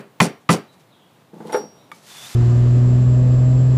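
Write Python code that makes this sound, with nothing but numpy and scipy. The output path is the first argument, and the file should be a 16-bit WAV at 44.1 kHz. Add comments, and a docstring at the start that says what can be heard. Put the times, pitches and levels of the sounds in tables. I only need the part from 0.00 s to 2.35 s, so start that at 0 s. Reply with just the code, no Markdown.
"""Outdoors by a block wall, over a quiet hum, a hand tool knocks on a wooden sand mold box: each blow
cracks, booms and rattles. Steel clinks, loose sand trickles down and a bird whistles far off.
A flat bar is drawn off the bench with a few bumps and a steel ring, and the bird calls once more.
The bar taps the box and scrapes the sand level, its edge singing hoarsely. Walls add a short echo."""
import sys
import numpy as np
from scipy import signal
from scipy.fft import rfft, irfft, next_fast_len
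from scipy.io import wavfile
from scipy.ndimage import map_coordinates

SR = 44100
rng = np.random.default_rng(int(sys.argv[2]) if len(sys.argv) > 2 else 0)


def wav_out(sig):
    """Save sig, one row per channel (or a flat mono array), as 16-bit PCM at SR to the path in sys.argv[1]."""
    wavfile.write(sys.argv[1], SR, np.round(np.clip(np.atleast_2d(sig).T, -1, 1) * 32767).astype(np.int16))


N = 103635
T = np.arange(SR) / SR  # one second, the clock of each short sound

# blows on the box, the first already dying away
# (time [s], level [dB], relative crack level [dB], crack t60 [s], thump delay [s], rattle delay [s])
BLOWS = [(-.08, -5, -17, .04, 0.0039, 0.004), (0.2015, -1, 2.5, 0.037, 0.0062, .012),
         (0.4898, 0, -9, 0.069, 0.0053, .012)]
# wooden body of the box (frequency [Hz], gain [dB], t60 [s])
BOX_MODES = [(140.9, -13.5, 0.22), (170.3, -0.5, 0.12), (215.1, -10.5, 0.2), (277.3, -15.5, 0.18),
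             (402.2, -18, 0.25), (507, -18, 0.15), (628, -18, 0.11), (813.6, -14, 0.06), (884, -22, 0.15),
             (1021, -15, 0.1), (1167, -16.5, 0.057), (1352, -17, 0.083), (1988, -14.5, 0.058),
             (2447, -19, 0.074)]
# colours of a blow's hard attack, low thump and rattle (frequency [Hz], gain [dB])
CRACK_EQ = [(60, -57), (150, 3), (500, -8.5), (1200, 11), (1650, -5), (2000, 4), (3300, -4.5),
            (5000, -12.5), (10000, -22), (15000, -30)]
THUMP_EQ = [(30, -28), (70, -41), (115, -9), (180, -7.5), (400, -3), (900, -11.5), (1300, -14.5),
            (1650, -15.5), (2500, -18.5), (6000, -42.5)]
RATTLE_EQ = [(200, 11), (1000, -5.5), (2500, -4), (4600, 2.5), (7300, 0), (10400, -2.5), (11300, -10),
             (15000, -17)]
# ring of the loose metal fittings (frequency [Hz], gain [dB], t60 [s])
FITTING_MODES = [(4620, -7.5, 0.17), (5250, -12, .14), (5610, -6.5, 0.12), (5840, -2.5, 0.059),
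                 (7210, -6, 0.12), (10250, -1.5, 0.11)]
# the box rocking back onto the bench (time [s], level [dB])
REBOUNDS = [(0.2476, -17), (.264, -24), (0.294, -32), (0.538, -16), (.559, -26), (.585, -35.5)]
# colour of the outdoor hum (frequency [Hz], gain [dB])
AIR_EQ = [(25, -40), (70, -10), (120, 5), (280, -4.5), (1000, -9), (1850, -17.5), (3700, -20),
          (5100, -26.5), (15000, -30.5)]
# decay of the echo off the walls (frequency [Hz], t60 [s])
YARD_DECAY = [(200, 0.17), (1000, 0.32), (4000, 0.34), (10000, 0.18)]
# steel touches (time [s], ring [dB], brush noise [dB], share of the free t60 [ratio], jingle [dB])
CLINKS = [(0.226, -39, -42, .5, -47), (1.467, -57, -47.5, 0.47, -60), (1.5225, -32.5, -35.5, 0.94, -45),
          (1.563, -38, -52, 0.43, -42)]
# bright ring of the bar (frequency [Hz], gain [dB], free t60 [s])
STEEL_MODES = [(4630, -18.5, 0.61), (4904, -25.5, 0.78), (5640, -0.5, 0.6), (7160, -13, 0.25),
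               (9545, -2, 0.12), (12300, -16.5, .14)]
# a small steel tool lying next to the bar (frequency [Hz], gain [dB], t60 [s])
JINGLE_MODES = [(8010, -4, .09), (10030, -1.5, 0.11), (11680, -4.5, 0.095), (13540, -8, .06),
                (14530, -10, .11)]
# colour of steel brushing steel (frequency [Hz], gain [dB])
BRUSH_EQ = [(500, -9.5), (3600, 9.5), (6000, -2), (10000, 1), (15000, -22.5)]
# spills of loose sand (time [s], level [dB])
TRICKLES = [(0.404, -64), (0.718, -59), (0.789, -57.5)]
# colour of moving sand (frequency [Hz], gain [dB])
SAND_EQ = [(59, -40), (110, -1), (200, -10), (500, -16), (780, -4), (3050, -6.5), (3700, -5.5),
           (6100, -6.5), (12000, -13), (15000, -22.5)]
# distant bird notes (time [s], length [s], start pitch [Hz], end pitch [Hz], level [dB])
BIRD_NOTES = [(0.674, 0.05, 3790, 4020, -60), (0.9, 0.071, 4250, 3050, -59),
              (0.985, 0.092, 3100, 3390, -61), (1.762, 0.073, 3650, 4040, -62.5)]
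# swell of the bar sliding on the bench (time [s], level [dB])
DRAG_LEVEL = [(1.28, -100), (1.34, -49), (1.43, -44), (1.52, -36), (1.6, -35), (1.69, -53.5), (1.82, -57.5),
              (1.95, -61)]
# colour of that slide (frequency [Hz], gain [dB])
DRAG_EQ = [(100, -21), (200, 2.5), (420, 3), (900, -3), (1800, -21), (6000, -27.5), (15000, -36)]
# bumps on the bench (time [s], level [dB], brightness [dB/octave], boom [dB])
BUMPS = [(1.333, -44, -2, -32.5), (1.365, -65, -11, -33.5), (1.403, -31, -2, -29),
         (1.4475, -27, -9.5, -27.5), (1.495, -29.5, 4, -55), (1.526, -22, 4.5, -59), (1.5437, -7, -1, -37),
         (1.5697, -15, -5.5, -58), (1.586, -21.5, -11, -37), (1.635, -33, -5, -33)]
# colour of a bump's thud (frequency [Hz], gain [dB])
BENCH_EQ = [(60, -47), (240, -27), (330, -19), (450, 5.5), (680, -16.5), (880, -9), (1450, -8),
            (2500, -23.5), (4500, -31.5), (7000, -38), (15000, -51)]
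# knock and low boom of the bench top (frequency [Hz], gain [dB], t60 [s])
BENCH_MODES = [(421.7, -7.5, 0.19), (498.4, -5.5, 0.23), (626.5, -15, 0.19), (822.7, -11, 0.25),
               (872.3, -3.5, 0.14), (1432, -21, 0.08), (2090, -24.5, 0.18)]
BOOM_MODES = [(161.7, -9.5, 0.2), (211, -4, 0.24), (344, 1.5, 0.038)]
# dry ring of the bar on the rim of the box (frequency [Hz], gain [dB], t60 [s])
TAP_MODES = [(1198, 0, 0.044), (1847, -0.5, 0.012), (2262, -12.5, 0.091), (3475, -15, 0.026)]
# colour of that tap's tick (frequency [Hz], gain [dB])
TICK_EQ = [(150, -18), (700, -9), (1150, 1.5), (2000, -11.5), (4000, -23.5), (15000, -31.5)]
# effort of the scraping stroke (time [s], level [dB])
STROKE_LEVEL = [(1.9, -110), (1.92, -56.5), (1.96, -53), (2.01, -58.5), (2.09, -45), (2.17, -42.5),
                (2.26, -39.5), (2.29, -39.5), (2.35, -40.5)]
# squeak of the bar's edge (time [s], level [dB], pitch [Hz])
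SQUEAK = [(2.0, -100, 3460), (2.09, -53.5, 3580), (2.163, -52, 3475), (2.175, -43.5, 3470),
          (2.225, -45.5, 3480), (2.272, -43.5, 3600), (2.287, -63, 3600), (2.35, -48, 3460)]


def amp(db):
    """Decibels to gain."""
    return 10 ** (np.asarray(db) / 20)


def unit(x):
    """Scale to rms 1."""
    return x / np.sqrt(np.mean(x ** 2) + 1e-20)


def along(points, hz):
    """Read (frequency, value) points on a log frequency axis."""
    knots_hz, values = np.transpose(points)
    return np.interp(np.log(hz + 1), np.log(knots_hz + 1), values)


def curves(rows):
    """Automation: one value per sample for each column after the time."""
    times, *columns = np.transpose(rows)
    return [np.interp(np.arange(N) / SR, times, column) for column in columns]


def wobble(rate, size):
    """A smooth random curve, rate knots a second."""
    return map_coordinates(rng.standard_normal(N // 4), [np.arange(size) * rate / SR], mode="wrap")


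def noise(eq, size, grain_db=0, tilt_db=0):
    """Coloured noise of rms 1, clumped into grains and tilted per octave."""
    hz = np.fft.rfftfreq(size, 1 / SR)
    grains = rng.standard_normal(size) * amp(grain_db * wobble(900, size))
    colour_db = along(eq, hz) + tilt_db * np.log2(np.clip(hz, 150, 2000))
    return unit(irfft(rfft(grains) * amp(colour_db), size))


def envelope(attack, t60, hold=0):
    """Rise, hold and exponential release, all in seconds."""
    return (1 - np.exp(-T / attack)) * amp(-60 * np.maximum(T - hold, 0) / t60)


def ring(modes, attack, rough=0.28):
    """Damped modes whose phases waver, a little different at every hit."""
    out = np.zeros(SR)
    for hz, db, t60 in modes:
        phase = 2 * np.pi * hz * T + rough * wobble(86, SR) + rng.uniform(0, 2 * np.pi)
        out += amp(db) * envelope(attack, t60) * np.sin(phase)
    return out


def add(track, s, sound):
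    """Mix a sound in at time s."""
    start = round(s * SR)
    part = sound[max(-start, 0):N - start]
    track[max(start, 0):][:len(part)] += part


def box_boom(rise_cycles=0.76):
    """The struck boards ring; the low modes swell more slowly than the high ones."""
    out = np.zeros(SR)
    for hz, db, t60 in BOX_MODES:
        phase = 2 * np.pi * hz * T + 0.38 * wobble(80, SR)
        out += amp(db) * envelope(rise_cycles / hz, t60) * np.sin(phase)
    return out


def box_blows():
    """The tool lands with a hard crack, then the heavy box booms and rattles its loose fittings."""
    out = np.zeros(N)
    for s, db, crack_db, crack_t60, thump_delay, rattle_delay in BLOWS:
        boom = box_boom()
        crack = amp(crack_db) * noise(CRACK_EQ, SR) * envelope(0.0023, crack_t60)
        thump = amp(-16.5) * noise(THUMP_EQ, SR) * envelope(0.002, t60=0.27)
        rattle = amp(-24) * noise(RATTLE_EQ, SR, grain_db=4.5) * envelope(0.00092, t60=0.1, hold=0.036)
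        fittings = amp(-21.5) * ring(FITTING_MODES, attack=0.00321)
        add(out, s, amp(db) * crack)
        add(out, s + thump_delay / 2, amp(db) * boom)
        add(out, s + thump_delay, amp(db) * thump)
        add(out, s + rattle_delay, amp(db) * (rattle + fittings))
    return out


def outdoor_hum():
    """A quiet bed of low noise whose level flutters slightly."""
    return amp(-53.5 + 0.97 * wobble(7.59, N)) * noise(AIR_EQ, N)


def yard_echo(x):
    """Walls scatter the sound into a short tail; the bass and the top treble die first."""
    hz, t, spectrum = signal.stft(rng.standard_normal(SR), SR, nperseg=256)
    decay = amp(-60 * t / along(YARD_DECAY, hz)[:, None])
    tail = signal.istft(spectrum * decay, SR, nperseg=256)[1]
    tail *= 1 - np.exp(-np.arange(len(tail)) / SR / 0.0026)  # soft onset
    return signal.fftconvolve(x, tail / np.linalg.norm(tail))[:N]


def steel_clinks():
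    """The bar brushes a small tool, which jingles; the bar rings on, for less time when it is held."""
    out = np.zeros(N)
    for s, ring_db, brush_db, t60_share, jingle_db in CLINKS:
        modes = [(hz, db, t60 * t60_share) for hz, db, t60 in STEEL_MODES]
        add(out, s, amp(ring_db) * ring(modes, attack=0.0056, rough=0.05))
        add(out, s, amp(jingle_db) * ring(JINGLE_MODES, attack=0.0014))
        add(out, s, amp(brush_db) * noise(BRUSH_EQ, SR, grain_db=5) * envelope(0.001, t60=0.14))
    return out


def box_rebounds():
    """The jolted box rocks back onto the bench in dull, fading thuds."""
    out = np.zeros(N)
    for s, db in REBOUNDS:
        add(out, s, amp(db) * noise(THUMP_EQ, SR, tilt_db=-3.5) * envelope(0.0013, t60=0.1))
    return out


def sand_trickles():
    """Sand shaken loose patters down after a blow."""
    out = np.zeros(N)
    for s, db in TRICKLES:
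        add(out, s, amp(db) * noise(SAND_EQ, SR, grain_db=1.5) * envelope(0.012, t60=0.098, hold=0.02))
    return out


def bird(blur_hz=190):
    """Faint gliding whistles, blurred by distance and wet with echo."""
    out = np.zeros(N)
    for s, length, start_hz, end_hz, db in BIRD_NOTES:
        progress = np.minimum(T / length, 1)
        hz = start_hz + (end_hz - start_hz) * progress + blur_hz * wobble(707, SR)
        whistle = np.sin(2 * np.pi * np.cumsum(hz) / SR)
        add(out, s, amp(db) * np.sin(np.pi * progress) * whistle)
    return out + amp(-0.5) * yard_echo(out)


def bench_drag(damp_s=0.015, share_left=0.39):
    """The bar slides and bumps along the bench; its weight soon damps each knock, and the top booms."""
    drag_db, = curves(DRAG_LEVEL)
    out = amp(drag_db) * noise(DRAG_EQ, N, grain_db=2.0)
    damping = share_left + (1 - share_left) * np.exp(-(T / damp_s) ** 2)
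    for s, db, bright_db, boom_db in BUMPS:
        modes = [(hz, gain + bright_db * np.log2(hz / 450), t60) for hz, gain, t60 in BENCH_MODES]
        thud = amp(-6.5) * noise(BENCH_EQ, SR, tilt_db=bright_db) * envelope(0.0023, t60=0.16)
        knock = ring(modes, attack=0.0015, rough=0.2)
        add(out, s, amp(db) * damping * (thud + knock))
        add(out, s, amp(boom_db) * ring(BOOM_MODES, attack=0.0017))
    return out


def bar_tap(at_s=1.916):
    """The flat bar meets the rim with a dry tick, and the box answers softly."""
    out = np.zeros(N)
    bar = ring(TAP_MODES, attack=0.00041)
    tick = amp(-5.5) * noise(TICK_EQ, SR) * envelope(0.00042, t60=0.035)
    add(out, at_s, amp(-24.5) * (bar + tick))
    add(out, at_s, amp(-35) * ring(BOX_MODES, attack=0.025))
    return out


def sand_scrape(width_hz=260):
    """Sand grains hiss under the bar, whose edge sings in a hoarse, narrow band."""
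    effort_db, = curves(STROKE_LEVEL)
    squeak_db, squeak_hz = curves(SQUEAK)
    phase = 2 * np.pi * np.cumsum(squeak_hz) / SR
    edge = unit(wobble(width_hz, N) * np.sin(phase) + wobble(width_hz, N) * np.cos(phase))
    hiss = noise(SAND_EQ, N, grain_db=1.5)
    return amp(effort_db) * hiss + amp(squeak_db) * edge


def scene():
    """Mono mix: the work at the bench up front, its echo, the bird and the hum behind."""
    work = box_blows() + box_rebounds() + bench_drag() + steel_clinks()
    work += bar_tap() + sand_scrape() + sand_trickles()
    return (work + outdoor_hum() + amp(-20.5) * yard_echo(work) + bird())[None]


def record(dry):
    """Cut the deep bass, round off the highest peaks and remove the very top of the treble."""
    low_cut_hz, top_hz = 129, 15450
    thin = signal.sosfilt(signal.butter(2, low_cut_hz, "high", fs=SR, output="sos"), dry)
    rounded = thin / (1 + thin ** 8) ** (1 / 8)
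    size = next_fast_len(N + SR // 2)
    passband = np.fft.rfftfreq(size, 1 / SR) < top_hz
    return irfft(rfft(rounded, size) * passband, size)[:, :N]


dry = scene()
out = record(dry)
wav_out(out)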